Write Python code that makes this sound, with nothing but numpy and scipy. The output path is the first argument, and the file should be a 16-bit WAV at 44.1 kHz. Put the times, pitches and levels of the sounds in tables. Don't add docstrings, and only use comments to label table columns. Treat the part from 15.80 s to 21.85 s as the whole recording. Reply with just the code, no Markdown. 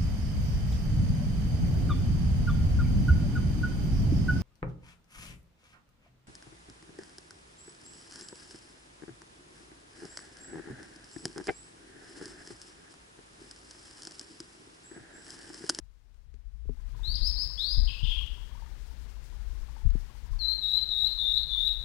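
import sys
import numpy as np
from scipy import signal
from scipy.fft import rfft, irfft
from scipy.io import wavfile
from scipy.ndimage import uniform_filter1d, map_coordinates

SR = 44100
rng = np.random.default_rng(int(sys.argv[2]) if len(sys.argv) > 2 else 0)


def write(x):
    x = np.atleast_2d(x).T
    wavfile.write(sys.argv[1], SR, np.round(np.clip(x, -1, 1) * 32767).astype(np.int16))


N = 266672
TIME = np.arange(N) / SR

# start_s, climb_s, hold_s, start_hz, top_hz, level_db, sag_db, accent_db
SLURS = [(1.232, 0.11, 0.0043, 3493, 4840, -35.5, -2, -3), (1.344, .012, 0.0019, 3484, 4987, -31, 11, 9),
         (1.411, 0.065, 0.0056, 3680, 5230, -32, -0.5, 7), (1.557, .063, 0.014, 3777, 5220, -32.5, -1, 3),
         (1.777, .156, 0.0055, 3155, 5080, -30, 3, 0.5)]
# start_s, length_s, start_hz, end_hz, level_db
CHIPS = [(2.074, 0.012, 2750, 3880, -35), (2.082, 0.019, 2950, 2500, -36), (2.095, 0.013, 3750, 2430, -40),
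         (2.186, 0.023, 3046, 2804, -40.5), (2.229, 0.023, 3085, 3615, -35), (2.252, .011, 3210, 2610, -32),
         (2.271, 0.0119, 2870, 3625, -32), (2.282, 0.0113, 2500, 3170, -41.5),
         (2.295, 0.028, 3222, 3354, -30.5), (2.32, .014, 2395, 3730, -32.5), (2.341, 0.01, 3170, 2370, -40),
         (2.375, .019, 3260, 2924, -32)]
# start_s, length_s, base_hz, scoop_hz, rise_hz, hook_hz, level_db, hook_db,
# trill_depth_hz, trill_rate_hz
WHISTLES = [(4.59, .128, 3812, 695, 597, -280, -29, -1, 24, 120.8),
            (4.811, 0.17, 3800, 90.5, 213, 56, -27.5, 5, 95, 107),
            (5.085, 0.19, 3740, 207.4, 245, 139, -27.5, 4.5, 109.8, 103.6),
            (5.372, .211, 3649, 119.5, 182.4, 311, -27.5, 3, 144, 96.36),
            (5.69, 0.19, 3525, 100, 299.5, 135, -29, 6.5, 116, 88.7)]
# multiple, level_db
OVERTONES = [(2, -43), (3, -42.5), (4, -48)]
# frequency_hz, gain_db
OPEN_BEAK_EQ = [(5400, -0.5), (7500, 5), (10300, 11), (11800, 6.5), (15000, 9)]
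# frequency_hz, gain_db
LOWERED_BEAK_EQ = [(5000, -0.5), (7800, -3.5), (11800, 3.5), (15000, -1)]
# frequency_hz, gain_db
BREATH_EQ = [(1000, -30), (2500, -3.5), (4000, 18.5), (6000, 4), (9000, -5.5), (12000, -1.5), (15000, -9.5)]
# delay_s, gain_db
TRUNK_ECHOES = [(.012, -18.5), (.025, -17.5), (.037, -36.5), (0.052, -9.5)]
# start_s, level_db, pitch_hz
DROPS = [(1.146, -54, 1000), (1.193, -52, 918), (1.701, -54.5, 1030), (2.411, -52.5, 1110),
         (2.578, -53.5, 963), (2.75, -49, 930), (2.822, -47, 895), (3.965, -48, 870), (4.532, -53, 1056),
         (5.235, -49.5, 770), (5.756, -53.5, 1080)]
# start_s, level_db, cutoff_hz
THUMPS = [(.866, -30, 55), (1.274, -29.5, 70), (1.407, -27.5, 49), (1.972, -17, 58.6), (2.228, -25, 121),
          (4.05, -17, 84), (4.506, -28, 59)]
# pitch_hz, level_db, t60_s
MOUNT_MODES = [(31.97, 0.5, 0.44), (59.5, -3, 0.36), (124.6, 0.5, 0.11)]
# start_s, level_db, cutoff_hz, ring_time_ratio
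KNOCKS = [(.54, -51, 900, 1.34), (.854, -46, 1000, .7), (0.893, -29, 1300, 1.09), (4.151, -15.5, 220, 0.37)]
# pitch_hz, level_db, t60_s
HOUSING_MODES = [(143, -8, .1), (245, -12, 0.13), (412, -5, 0.042)]
# start_s, level_db
TICKS = [(0.344, -63), (0.541, -61), (0.894, -60.5), (2.462, -43.5), (4.104, -48)]
# frequency_hz, gain_db
TICK_EQ = [(300, -52), (1500, 12.5), (4000, 10), (7000, 7), (14000, -27)]
# time_s, level_db
RUMBLE_ENVELOPE = [(0.0, -45.5), (0.18, -59), (0.64, -44), (1.46, -31.5), (1.87, -44), (1.99, -23),
                   (2.21, -40), (2.26, -26.5), (2.63, -40.5), (3.49, -42), (3.71, -33.5), (4.01, -42.5),
                   (4.08, -11), (4.11, -30), (4.28, -49), (4.55, -35.5), (4.85, -47.5), (6.05, -37.5)]
# frequency_hz, gain_db
RUMBLE_EQ = [(12, -13.5), (22, -3.5), (38, 8.5), (56, 5), (72, -8.5), (92, -13), (134, -19.5), (165, -35.5),
             (300, -43), (660, -100)]
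# frequency_hz, gain_db
AIR_EQ = [(50, -5), (95, 11.5), (135, 8.5), (180, 3), (220, 1.5), (300, -3), (410, -3.5), (600, -7),
          (740, -8), (900, -7.5), (1210, -9), (1600, -6.5), (2540, -11), (5000, -12.5), (8000, -18.5),
          (15500, -26)]
# frequency_hz, gain_db
HISS_EQ = [(25, -17.5), (60, -6.5), (90, 3), (125, -19), (220, -12.5), (1000, -17), (2000, -22.5),
           (4500, -26.5), (9000, -31.5), (15000, -50)]
# frequency_hz, gain_db
WEAK_SIDE_EQ = [(30, -45), (120, -51.5), (300, -37), (800, -25), (4000, -24.5), (12000, -25)]


def flycatcher():
    return (forest(from_db(-4.5) * slurs(), scatter_db=-3.5, tail_db=-1.0, scatter_t60_s=0.21)
            + forest(from_db(-8.0) * chatter(), scatter_db=4.0, tail_db=-11.0, scatter_t60_s=0.66)
            + forest(from_db(-4.0) * whistles(), scatter_db=-4.0, tail_db=-3.0, scatter_t60_s=0.37))


def slurs(bow=.7, accent_s=.015):
    out = np.zeros(N)
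    for start_s, climb_s, hold_s, start_hz, top_hz, db, sag_db, accent_db in SLURS:
        t, bend_hz, shape_db = gesture(climb_s + hold_s, attack_s=.019, flick_s=.017,
                                       fall_hz=1795, fade_db=23)
        progress = np.minimum(t / climb_s, 1)
        hz = start_hz + (top_hz - start_hz) * progress ** bow + bend_hz
        accent = accent_db * np.exp((progress - 1) * climb_s / accent_s)
        sag = sag_db * np.exp(-((progress - .68) / .18) ** 2)
        level_db = db + shape_db + accent - sag
        add(out, start_s, note(hz, level_db, overtone_db=8.0, wander=0.0085, grain=0.19))
    return breathy(eq(out, OPEN_BEAK_EQ), breath_db=-26.0)


def chatter(edge_drop_db=5):
    out = np.zeros(N)
    for start_s, length_s, start_hz, end_hz, db in CHIPS:
        progress = np.linspace(0, 1, int(length_s * SR))
        hz = start_hz + (end_hz - start_hz) * progress
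        arch_db = db - edge_drop_db * (2 * progress - 1) ** 2
        add(out, start_s, note(hz, arch_db, overtone_db=2.0, wander=0.031))
    return breathy(out, breath_db=-18.5)


def whistles(scoop_s=.03, hook_s=.0113, swell_db=3.5, trill_fade=.44, tremolo_db_per_hz=.0011):
    out = np.zeros(N)
    for start_s, length_s, base_hz, scoop_hz, rise_hz, hook_hz, db, hook_db, depth_hz, rate_hz in WHISTLES:
        t, bend_hz, shape_db = gesture(length_s, attack_s=.025, flick_s=.013, fall_hz=1526, fade_db=33.5)
        progress = np.minimum(t / length_s, 1)
        scoop = np.exp(-t / scoop_s)
        rise = progress ** 2.5
        hook = np.exp((progress - 1) * length_s / hook_s)
        jittered_hz = rate_hz * (1 + .049 * drift(260)[:len(t)])
        swing = np.sin(2 * np.pi * np.cumsum(jittered_hz) / SR)
        trill_hz = depth_hz * (1 - trill_fade * rise ** 2) * swing
        hz = base_hz + scoop_hz * scoop + rise_hz * rise + hook_hz * hook + trill_hz + bend_hz
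        accent_db = swell_db * (progress - .5) + hook_db * hook
        level_db = db + shape_db + accent_db - tremolo_db_per_hz * trill_hz
        add(out, start_s, note(hz, level_db, overtone_db=11.0, wander=0.0083))
    return breathy(eq(out, LOWERED_BEAK_EQ), breath_db=-31)


def gesture(length_s, attack_s, flick_s, fall_hz, fade_db, onset_db=-11.5):
    t = TIME[:int((length_s + flick_s) * SR)]
    onset = np.maximum(1 - t / attack_s, 0)
    flick = np.maximum(t - length_s, 0) / flick_s
    shape_db = onset_db * onset - fade_db * flick ** .59
    return t, -fall_hz * flick, shape_db


def note(hz, db, overtone_db, wander, grain=0.38, edge_s=.0007):
    t = TIME[:len(hz)]
    waver_knots, flicker_knots = rng.standard_normal((2, 400))
    waver = map_coordinates(waver_knots, [t * 260], order=2, mode="wrap")
    phase = 2 * np.pi * np.cumsum(hz * (1 + wander * waver)) / SR
    overtones = sum(from_db(level_db + overtone_db) * np.sin(multiple * phase)
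                    for multiple, level_db in OVERTONES)
    husk = 0.38 + grain * np.interp(t * 900, np.arange(400), flicker_knots)
    tone = np.sin(phase) + husk * overtones
    edges = np.clip(np.minimum(t, t[-1] - t) / edge_s, 0, 1)
    return np.sqrt(2) * tone * edges * from_db(db)


def breathy(song, breath_db):
    envelope = np.sqrt(np.abs(uniform_filter1d(song ** 2, size=200)))
    return song + from_db(breath_db) * envelope * noise(BREATH_EQ)


def forest(x, scatter_db, tail_db, scatter_t60_s, tail_t60_s=.93, build_s=.0039):
    t, sides = TIME[:2 * SR], []
    for near, far in rng.standard_normal((2, 2, len(t))) * (1 - np.exp(-t / build_s)):
        scatter = from_db(scatter_db) * rms_one(near * from_db(-60 * t / scatter_t60_s))
        tail = from_db(tail_db) * rms_one(far * from_db(-60 * t / tail_t60_s))
        response = (scatter + tail) / np.sqrt(len(t))
        response[0] = 1
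        for delay_s, db in TRUNK_ECHOES:
            add(response, delay_s, from_db([db]))
        sides.append(signal.fftconvolve(x, response)[:N])
    return np.array(sides)


def water(faint_count=130, from_s=.96, span_s=5.0, attack_s=.00069, t60_s=.047):
    bubbles = list(DROPS)
    for when, size, pitch in rng.random((faint_count, 3)):
        octaves = .99 * (pitch - .5) * (1 - size / 2)
        bubbles.append((from_s + span_s * when, -66 + 10 * size ** 2, 1000 * 2 ** octaves))
    t, out = TIME[:SR // 8], np.zeros(N)
    envelope = from_db(-60 * t / t60_s) * (1 - np.exp(-t / attack_s))
    for start_s, db, hz in bubbles:
        chirp = np.sin(2 * np.pi * hz * t * (1 + 0.77 * t))
        add(out, start_s, from_db(db + 2.5) * envelope * chirp)
    return forest(out, scatter_db=-12.5, tail_db=-26.0, scatter_t60_s=0.24)


def bumps():
    out = np.zeros(N)
    for start_s, db, cutoff_hz in THUMPS:
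        add(out, start_s, from_db(db) * struck(MOUNT_MODES, cutoff_hz))
    for start_s, db, cutoff_hz, ring_time_ratio in KNOCKS:
        add(out, start_s, from_db(db) * struck(HOUSING_MODES, cutoff_hz, ring_time_ratio))
    return out


def struck(modes, cutoff_hz, ring_time_ratio=1):
    t = TIME[:SR // 2]
    ring = sum((-1) ** k * from_db(db - 60 * t / (t60_s * ring_time_ratio)) * np.sin(2 * np.pi * hz * t)
               for k, (hz, db, t60_s) in enumerate(modes))
    return signal.sosfilt(signal.butter(2, cutoff_hz, fs=SR, output="sos"), ring)


def ticks(t60_s=.025):
    t, envelope = TIME[:SR // 20], np.zeros(N)
    for start_s, db in TICKS:
        add(envelope, start_s, from_db(db - 60 * t / t60_s))
    return envelope * noise(TICK_EQ) / 2


def rumble(ceiling_db=-30, trim_db=-2.1):
    shake = noise(RUMBLE_EQ)
    shake /= np.sqrt(uniform_filter1d(shake ** 2, size=5000) + 1e-9)
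    times_s, levels_db = np.transpose(RUMBLE_ENVELOPE)
    swell_db = np.interp(TIME, times_s, levels_db)
    return shake * from_db(np.minimum(swell_db, ceiling_db) + trim_db)


def air(level_db=-58.5, flicker_db=.6):
    hush = np.array([noise(AIR_EQ), noise(AIR_EQ)])
    treble = eq(hush, [(2000, -49), (5000, 7)])
    flicker = from_db(flicker_db * drift(40)) - 1
    fade_db = np.interp(TIME, [.75, 1.22], [-16.5, 0])
    dip_db = -4 * np.exp(-((TIME - 4.085) / .04) ** 2)
    return from_db(level_db + fade_db + dip_db) * (hush + treble * flicker)


def from_db(db):
    return 10 ** (np.asarray(db) / 20)


def rms_one(x):
    return x / np.sqrt(np.mean(x ** 2) + 1e-20)


def eq(x, curve):
    hz, db = np.transpose(curve)
    bins_hz = np.maximum(np.arange(N // 2 + 1) * SR / N, 1)
    gain = from_db(np.interp(np.log(bins_hz), np.log(hz), db))
    return irfft(rfft(x) * gain, N)


def noise(curve):
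    return rms_one(eq(rng.standard_normal(N), curve))


def drift(rate_hz):
    knots = rng.standard_normal(8192)
    return map_coordinates(knots, [TIME * rate_hz], order=2, mode="wrap")


def add(out, start_s, sound):
    start = int(np.clip(start_s * SR, 0, N - 1))
    out[start:start + len(sound)] += sound[:N - start]


def scene():
    left, right = 2 * (flycatcher() + water() + bumps() + ticks() + rumble() + air())
    hiss = from_db(-76.5) * np.array([noise(HISS_EQ), noise(HISS_EQ)])
    return np.array([left, eq(right, WEAK_SIDE_EQ)]) + hiss


def record(dry, cutoff_hz=15800):
    return signal.sosfilt(signal.ellip(16, .1, 90, cutoff_hz, fs=SR, output="sos"), dry)


dry = scene()
out = record(dry)
write(out)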